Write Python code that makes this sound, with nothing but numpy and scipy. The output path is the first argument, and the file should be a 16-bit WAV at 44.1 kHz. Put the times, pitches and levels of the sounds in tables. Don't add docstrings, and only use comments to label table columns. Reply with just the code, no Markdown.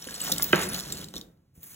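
import sys
import numpy as np
from scipy import signal
from scipy.fft import rfft, irfft
from scipy.io import wavfile

SR = 44100
rng = np.random.default_rng(int(sys.argv[2]) if len(sys.argv) > 2 else 0)


def pcm_store(signal):
    levels = np.round(np.clip(np.atleast_2d(signal), -1, 1) * 32767)
    wavfile.write(sys.argv[1], SR, levels.astype(np.int16).T)


N = 77175
TIME = np.arange(N) / SR

# start in seconds, click level in
# dB, ring pitch in Hz, ring level in dB.
CLINK_HITS = [(0.0235, -40, 5700, -40), (0.0693, -53, 10500, -44), (0.0872, -52, 1678, -38),
              (0.1432, -58, 7700, -33), (0.205, -29, 2870, -34.5), (.215, -38, 7780, -24),
              (.274, -41, 6460, -44), (.295, -41, 7450, -32), (.3185, -19, 3653, -26.5),
              (.322, -15, 3780, -23.5), (.382, -22.5, 7750, -30), (0.4231, -19.5, 7660, -32),
              (0.443, -31, 11500, -35), (0.527, -25.5, 5800, -46), (0.558, -26, 6700, -32),
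              (.631, -36, 7520, -30), (.689, -35.5, 10500, -30.5), (0.733, -32, 9980, -30),
              (0.7913, -30, 7030, -36.5), (0.7989, -29.5, 11000, -38), (.807, -31.5, 6760, -47),
              (0.9233, -25, 7500, -27.5), (1.014, -40, 3440, -38), (1.043, -35, 7540, -41),
              (1.0851, -42, 8200, -47), (1.1394, -38.5, 3940, -38), (1.1565, -36, 7600, -51),
              (1.1646, -32.5, 3650, -33.5), (1.174, -45, 5680, -40.5), (1.180, -37, 7180, -49),
              (1.2124, -39, 3790, -44), (1.6315, -49, 14500, -36.5)]
# start in seconds, level in dB.
PIN_STRIKES = [(0.237, -33), (.2455, -32.5), (0.3343, -29), (0.4296, -17.5), (0.4415, -21)]
# start in seconds, level in dB, centre pitch in
# Hz.
TABLE_BUMPS = [(.069, -37.5, 346), (.277, -32, 1193), (0.296, -31.5, 850), (.323, -27.5, 301),
               (.397, -29, 1215), (0.623, -24, 1895), (1.139, -39, 297), (1.141, -42, 1465),
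               (1.159, -40, 278), (1.577, -48.5, 145.4)]
# time in seconds, metal scrape in dB, table rub in dB.
SWEEP_FADERS = [(0.054, -45.5, -57), (0.11, -41.5, -48), (0.2, -39, -51.5), (0.253, -30.5, -45.5),
                (.35, -41.5, -39.5), (.41, -37, -42.5), (.54, -40, -44.5), (0.634, -29.5, -36.5),
                (0.679, -44.5, -42), (.765, -31, -42), (0.817, -44, -49.5), (0.888, -42, -42),
                (1.031, -45, -44), (1.075, -60, -51), (1.13, -61, -56), (1.168, -47.5, -42),
                (1.281, -79, -59.5), (1.52, -100, -81.5), (1.588, -79, -60), (1.75, -55, -65.5)]
# time in seconds, level in dB.
RETURN_FADER = [(1.53, -91), (1.555, -60), (1.6, -63), (1.64, -47), (1.75, -48.5)]
# pitch in Hz, relative level in dB.
BROOCH_MODES = [(3020, -1.5), (3700, -2.5), (4350, 3.5), (5650, 1), (6950, -1.5), (7620, -1.5),
                (10050, -0.5), (11050, -4.5), (12400, -3.5), (14060, -1), (15350, -6)]
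# pitch in Hz, relative level in dB, seconds to fall 60 dB.
PIN_MODES = [(14025, -3, .05), (14089, -4, .05), (14780, 0, .018), (15600, 1, .026)]
TABLE_MODES = [(161.5, -16, 0.2), (195, -14, 0.18), (359.5, -2, 0.062), (511, -11, 0.059), (599, -6, 0.036),
               (950, -6.5, 0.016), (1315, -2, 0.028), (1584, 2.5, 0.028), (1967, -1.5, 0.024),
               (2500, 3, 0.016), (3020, 4, 0.017), (3820, -2.5, 0.0091)]
BRUSHED_MODES = [(6440, -2.5, .02), (12000, 2.5, .03)]
# frequency in Hz, relative level in dB.
CLICK_EQ = [(300, -17), (2400, -23.5), (3600, 13), (8000, 3.5), (16000, 1.5)]
GRIT_EQ = [(500, -7), (2400, -6), (3800, 4), (8000, 4.5), (12000, -11)]
RASP_EQ = [(150, -20.5), (500, 0.5), (900, -3), (1500, 0.5), (2400, -5), (3600, -3), (6000, -6.5)]
RUB_EQ = [(25, -24.5), (50, -0.5), (125, -5.5), (160, 6), (215, -1.5), (420, -7.5), (750, -19),
          (3000, -55.5)]
HISS_EQ = [(500, -12), (2000, -2.5), (4600, -8.5), (7000, 1), (10000, 3.5), (14400, 3), (16000, 4)]
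ROOM_TONE_EQ = [(25, -8.5), (120, 1), (400, -25), (1500, -35), (16000, -44.5)]
# frequency in Hz, seconds to fall 60 dB.
ROOM_DECAY = [(150, 0.61), (1500, 0.67), (4000, 0.19), (16000, 0.38)]
# frequency in Hz, left-right likeness (1 is mono).
ROOM_LIKENESS = [(250, 1), (480, 0.22)]
# frequency in Hz, left phase lead in radians, left over right in dB.
MIC_PORTS = [(0, -0.5, -.5), (420, 1, -3), (1400, 1, -3), (3750, 1.5, 0), (6594, 6, 0), (16360, 21, 0)]

KNOCK_S, BEND_S = .5283, .0022


def clinks(click_decay_s=.0017, ring_t60_s=.081, detune=.027):
    out, t = np.zeros(N), TIME[:N // 10]
    mean_db = np.mean([row[1] for row in CLINK_HITS])
    snap = 2 * (np.exp(-t / click_decay_s) - np.exp(-10 * t / click_decay_s))
    for s, click_db, hz, ring_db in CLINK_HITS:
        db_per_octave = .13 * (click_db - mean_db)
        eq = [(f, db + db_per_octave * np.log2(f)) for f, db in CLICK_EQ]
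        click = colour(rng.standard_normal(len(t)), eq) * snap
        near_hz = hz * (1 + detune * rng.standard_normal(size=(6, 1)))
        ring = cluster(near_hz, t) * np.exp(-t / .01) + np.sin(2 * np.pi * hz * t) / 2
        add(out, s, amp(click_db) * click + amp(ring_db - 60 * t / ring_t60_s) * ring)
    return out


def scrape():
    grit = amp(-5) * colour(catches(per_s=1100, spread_db=6), GRIT_EQ)
    rings = amp(-3) * ringing([(hz, db, .013) for hz, db in BROOCH_MODES], per_s=150, spread_db=6)
    rasp = amp(-2.5) * colour(catches(per_s=2500, spread_db=-2), RASP_EQ)
    metal_gain = fader([(s, db) for s, db, _ in SWEEP_FADERS]) * flutter(hz=80, depth_db=3.2)
    rasp_gain = fader([(s, .78 * scrape_db + .22 * rub_db) for s, scrape_db, rub_db in SWEEP_FADERS])
    return (grit + rings) * metal_gain + rasp * rasp_gain


def knock(gain_db=-7, rise_s=.0018):
    out = np.zeros(N)
    for hz, db, t60 in TABLE_MODES:
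        t = np.maximum(TIME - KNOCK_S - BEND_S * np.sqrt(1000 / hz), 0)
        envelope = amp(gain_db + db - 60 * t / t60) * (1 - np.exp(-t / rise_s))
        out += envelope * np.sin(2 * np.pi * hz * t)
    return out


def pin():
    out, t = np.zeros(N), TIME[:N // 10]
    for s, hit_db in PIN_STRIKES:
        for hz, db, t60 in PIN_MODES:
            add(out, s, amp(hit_db + db - 60 * t / t60) * np.sin(2 * np.pi * (hz * t + rng.random())))
    return out


def bumps(spread_octaves=.8):
    out, t = np.zeros(N), TIME[:4096]
    for s, db, hz in TABLE_BUMPS:
        octaves = spread_octaves * (np.linspace(-1, 1, 6) + .15 * rng.standard_normal(size=6))
        thud = cluster(hz * 2 ** octaves[:, None], t)
        decay_s = .0054 * np.sqrt(1000 / hz)
        add(out, s, amp(db) * thud * (1 - np.exp(-t / .00026)) * np.exp(-t / decay_s))
    return out


def rub():
    return colour(rng.standard_normal(N), RUB_EQ) * fader([(s, db) for s, _, db in SWEEP_FADERS])


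def hand_return():
    hiss = colour(catches(per_s=4000, spread_db=3.5), HISS_EQ)
    ring = amp(-8) * ringing(BRUSHED_MODES, per_s=770, spread_db=6)
    return (hiss + ring) * fader(RETURN_FADER)


def knock_tail(band_hz=(281.8, 2600), t60_s=.42):
    out = np.zeros(N)
    band = signal.butter(3, band_hz, "band", fs=SR, output="sos")
    grain = unit(signal.sosfilt(band, catches(per_s=1100, spread_db=.5)))
    add(out, KNOCK_S + BEND_S, grain * amp(-24.5 - 60 * TIME / t60_s))
    return out


def reverb(x, predelay_s):
    reflections = rng.choice([-1., 1.], (2, SR)) * (rng.random((2, SR)) < .1)
    hz, t, bands = signal.stft(reflections, SR, nperseg=256)
    likeness = read(ROOM_LIKENESS, hz)[:, None]
    bands[1] = likeness * bands[0] + np.sqrt(1 - likeness ** 2) * bands[1]
    decay = amp(-60 * t / read(ROOM_DECAY, hz)[:, None])
    tail = signal.istft(bands * decay, SR, nperseg=256)[1][:, :SR]
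    tail *= np.clip(TIME[:SR] / predelay_s - 1, 0, 1)
    return signal.fftconvolve(x[None], tail / np.linalg.norm(tail[0]), axes=1)[:, :N]


def room_tone():
    return amp(-65) * colour(rng.standard_normal(N), ROOM_TONE_EQ)


def stereo_mic(x):
    f = np.fft.rfftfreq(2 * N, 1 / SR)
    hz, lead, balance_db = np.transpose(MIC_PORTS)
    left = amp(np.interp(f, hz, balance_db) / 2) * np.exp(.5j * np.interp(f, hz, lead))
    return irfft(rfft(x, 2 * N) * np.array([left, 1 / left]))[:, :N]


def catches(per_s, spread_db):
    size = amp(spread_db * np.minimum(rng.exponential(1, N), 3))
    return unit(size * rng.choice([-1, 1], N) * (rng.random(N) < per_s / SR))


def ringing(modes, per_s, spread_db):
    out, t = np.zeros(N), TIME[:N // 8]
    for hz, db, t60 in modes:
        ping = amp(-60 * t / t60) * np.sin(2 * np.pi * hz * t)
        out += amp(db) * unit(signal.fftconvolve(catches(per_s, spread_db), ping)[:N])
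    return unit(out)


def cluster(hz, t):
    return unit(np.sin(2 * np.pi * (hz * t + rng.random(hz.shape))).sum(0))


def flutter(hz, depth_db):
    slow = irfft(rfft(rng.standard_normal(N)) / (1 + (np.fft.rfftfreq(N, 1 / SR) / hz) ** 4), N)
    return unit(amp(depth_db * unit(slow)))


def colour(x, eq):
    gain = amp(read(eq, np.fft.rfftfreq(len(x), 1 / SR)))
    return unit(irfft(rfft(x) * gain, len(x)))


def read(points, hz):
    f, value = np.transpose(points)
    return np.interp(np.log(hz + 1), np.log(f + 1), value)


def fader(points):
    return amp(np.interp(TIME, *np.transpose(points)))


def add(mix, s, sound):
    part = mix[round(s * SR):][:len(sound)]
    part += sound[:len(part)]


def amp(db):
    return 10 ** (np.asarray(db) / 20)


def unit(x):
    return x / np.sqrt(np.mean(x ** 2) + 1e-20)


def scene():
    close = clinks() + pin() + bumps() + knock_tail() + scrape() + rub() + hand_return()
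    direct = stereo_mic(close + room_tone())
    blow = knock()
    boom = stereo_mic(blow) + amp(-12.5) * reverb(blow, predelay_s=.0049)
    nudge_right = amp([[-.25], [.25]])
    return direct + amp(-11) * reverb(close, predelay_s=.0013) + boom * nudge_right


def record(dry, low_cut_hz=51, high_cut_hz=15950):
    cut = signal.sosfilt(signal.butter(2, low_cut_hz, "high", fs=SR, output="sos"), dry)
    lowpass = signal.firwin(401, high_cut_hz, window=("kaiser", 9), fs=SR)
    return signal.oaconvolve(cut, lowpass[None], "same")


dry = scene()
out = record(dry)
pcm_store(out)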